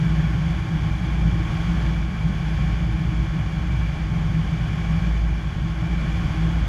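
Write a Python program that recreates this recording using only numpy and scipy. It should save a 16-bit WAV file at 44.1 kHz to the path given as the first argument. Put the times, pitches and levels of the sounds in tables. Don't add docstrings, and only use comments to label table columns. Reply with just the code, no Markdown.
import sys
import numpy as np
from scipy import signal
from scipy.fft import rfft, irfft
from scipy.io import wavfile
from scipy.ndimage import uniform_filter1d

SR = 44100
rng = np.random.default_rng(int(sys.argv[2]) if len(sys.argv) > 2 else 0)


def wav_record(signal):
    frames = np.transpose(np.atleast_2d(signal))
    bounded = np.clip(frames, -1, 1)
    quanta = np.round(bounded * 32767).astype(np.int16)
    wavfile.write(sys.argv[1], SR, quanta)


N = 294588
TIME = np.arange(N) / SR
FREQS = np.fft.rfftfreq(N, 1 / SR)

# time_s, level_db
HIGH_WHISTLE = [(0.0, -49), (0.65, -50.5), (0.85, -47.5), (1.9, -47.5), (2.1, -49), (3.6, -49), (3.82, -45),
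                (4.15, -51), (5.05, -46), (5.7, -55.5), (5.95, -45), (6.68, -51.5)]
# time_s, change_db
AIRFLOW = [(0.0, 0.7), (0.45, 1), (0.65, -0.1), (1.45, 0.5), (1.55, 2), (1.9, 1.4), (2.05, -1.7),
           (2.62, 0.9), (2.85, -0.95), (3.7, -0.7), (3.82, -0.2), (4.05, -1.0), (5.05, 0.6), (5.25, -2),
           (5.65, -2), (6.18, 1.5), (6.68, 0.3)]
# frequency_hz, relative_level_db
AIR_TONE = [(12, -39), (25, -17), (60, 1), (115, 0), (190, -6.5), (245, -14), (470, -31), (560, -24.5),
            (1800, -27.5), (3500, -35.5), (3750, -41), (6800, -45.5), (8600, -57.5), (13300, -61.5)]
# pitch_hz, width_hz, change_db
CABIN_RESONANCES = [(86, 15.4, -6.5), (146, 15.5, 6), (171.3, 14, -0.5), (242.4, 26, -5), (395, 24, 0),
                    (415, 43, 6), (502, 23, 2.5), (789, 140, 3.5), (972, 41, -5.5), (1488, 146, 3.5),
                    (1620, 89, 4.5), (1736, 45, 5), (2270, 276, 4.5), (2626, 220, -2.5), (3000, 210, 3.5),
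                    (3327, 330, 6.5), (4150, 60, 3), (4678, 400, 4.5), (5560, 200, 3.5), (5970, 200, -3),
                    (6230, 337, 3.5), (10056, 1070, 5)]
# start_s, length_s, level_db
BUFFETS = [(-0.012, 0.26, -21.5), (0.346, 0.17, -22.5), (0.712, 0.047, -21.5), (0.828, 0.044, -22.5),
           (1.25, 0.045, -23), (1.358, 0.033, -24), (1.69, 0.089, -22), (2.236, 0.047, -23),
           (2.985, 0.041, -23), (3.333, 0.038, -24), (3.573, 0.022, -23), (4.15, 0.036, -23.5),
           (4.35, 0.069, -22.5), (4.514, 0.04, -24.5), (4.78, 0.028, -24.5), (4.909, 0.066, -20.5),
           (5.822, 0.03, -24.5), (6.39, 0.1, -21)]
# time_s, level_db
DRUMMING = [(0.0, -43), (1.35, -41), (1.9, -41.5), (2.15, -46.5), (2.78, -48), (2.92, -40.5), (4.25, -46.5),
            (5.4, -46), (6.4, -40.3), (6.68, -43.5)]
# time_s, turns_per_s
SHAFT_SPEED = [(0, 18.7), (.4, 18.9), (1, 19.4), (1.3, 18.9), (1.8, 18.7), (3.2, 18.75), (3.7, 19.1),
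               (4.4, 18.75), (5.3, 18.45), (5.9, 18.8), (6.68, 18.65)]
# cycles_per_turn, relative_level_db, unsteadiness (0 to 1)
ENGINE_TONES = [(2, -16, 0.3), (3, -0.6, 0.19), (4, -13, 0.7), (5, -20.5, 0.3), (6, -16.5, 0.66)]
# start_s, length_s, level_db
THROB_SURGES = [(1.113, 0.14, -22.5), (1.71, 0.027, -26.5), (1.838, 0.17, -20.5), (2.602, 0.33, -22),
                (3.151, 0.051, -22), (3.45, 0.069, -22), (3.756, 0.096, -20), (4.55, 0.037, -24),
                (4.83, 0.028, -21.5), (5.065, 0.27, -21), (6.152, 0.074, -23.5), (6.357, 0.045, -22),
                (6.523, 0.15, -22)]
# start_s, length_s
THROB_LULLS = [(.66, 0.07), (1.55, 0.078), (2.15, .04), (3.35, 0.036), (3.954, .04)]


def gain_of(db):
    return 10 ** (np.asarray(db) / 20)


def unit_level(x):
    return x / np.sqrt(np.mean(x ** 2) + 1e-20)


def curve(table):
    times, values = np.transpose(table)
    return np.interp(TIME, times, values)


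def noise(gain):
    return irfft(rfft(rng.standard_normal(N)) * gain, N) * np.sqrt(SR / 2)


def drift(hz):
    return unit_level(noise(1 / (1 + (FREQS / hz) ** 4)))


def ringing(hz, width_hz, steady_s):
    off_pitch = (FREQS ** 2 - hz ** 2) / (width_hz * FREQS + 1e-9)
    ring = unit_level(noise(1 / np.sqrt(1 + off_pitch ** 4)))
    window = int(steady_s * SR)
    power = uniform_filter1d(uniform_filter1d(ring ** 2, window), window)
    return unit_level(ring / np.sqrt(power + 1e-4))


def swells(events, rest_db, rise_s, fall_s, wander_db, wander_hz):
    level_db = rest_db + wander_db * drift(wander_hz)
    for start, length, db in events:
        end = start + length
        pull = np.interp(TIME, [start - rise_s, start, end, end + fall_s], [0, 1, 1, 0])
        level_db += pull * (db - level_db)
    return level_db


def blown(db, follow, gust_db=0, gust_hz=1):
    return gain_of(db + follow * curve(AIRFLOW) + gust_db * drift(gust_hz))


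def door_whistles():
    low = ringing(hz=1094, width_hz=45, steady_s=0.3) * blown(db=-49.5, follow=0.81, gust_db=1, gust_hz=3)
    high = ringing(hz=2323, width_hz=127, steady_s=0.16) * gain_of(curve(HIGH_WHISTLE))
    return low + high


def cabin_boom():
    boom_db = swells(BUFFETS, rest_db=-30, rise_s=0.02, fall_s=0.026, wander_db=2, wander_hz=6.9)
    boom = ringing(hz=164.5, width_hz=11, steady_s=0.03) * gain_of(boom_db)
    skin = ringing(hz=318, width_hz=22, steady_s=0.12) * gain_of(curve(DRUMMING) + 1.2 * drift(hz=6))
    return boom + skin


def hump(hz, width_hz):
    return 2 ** -((2 * (FREQS - hz) / width_hz) ** 2)


def slipstream():
    tone_hz, tone_db = np.transpose(AIR_TONE)
    air_db = -47 + np.interp(np.log(FREQS + 1), np.log(tone_hz), tone_db)
    cabin_db = sum(db * hump(hz, width) for hz, width, db in CABIN_RESONANCES)
    tone = gain_of(air_db + cabin_db)
    bass = 1 / (1 + (FREQS / 300) ** 4)
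    door = (1 - bass) * 0.98 * hump(hz=1580, width_hz=450)
    rest = (1 - bass) - door
    rumble = noise(tone * np.sqrt(bass)) * blown(db=0.05, follow=0.71, gust_db=1.2, gust_hz=3.5)
    rush = noise(tone * np.sqrt(rest)) * blown(db=0.4, follow=1, gust_db=0.33, gust_hz=25)
    draught = noise(tone * np.sqrt(door)) * blown(db=-0.25, follow=0.95)
    return rumble + rush + draught


def engine():
    turns = np.cumsum(curve(SHAFT_SPEED)) / SR
    lull_db = -35
    events = list(THROB_SURGES) + [(start, length, lull_db) for start, length in THROB_LULLS]
    throb_db = swells(events, rest_db=-27, rise_s=0.052, fall_s=0.068, wander_db=2, wander_hz=7.8)
    sound = np.zeros(N)
    for per_turn, db, unsteady in ENGINE_TONES:
        shake = (drift(hz=6.3) + 1j * drift(hz=11)) / np.sqrt(2)
        wobble = np.sqrt(1 - unsteady ** 2) + unsteady * shake
        spin = np.exp(2j * np.pi * (per_turn * turns + rng.random()))
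        level_db = db + (throb_db if per_turn == 3 else throb_db.mean())
        sound += unit_level((wobble * spin).real) * gain_of(level_db)
    return sound


def scene():
    return (engine() + cabin_boom() + slipstream() + door_whistles())[None]


def record(dry):
    cutoff_hz = 13550
    treble_cut = signal.firwin(511, cutoff_hz, window=("kaiser", 9), fs=SR)
    return signal.oaconvolve(dry, treble_cut[None], "same")


dry = scene()
out = record(dry)
wav_record(out)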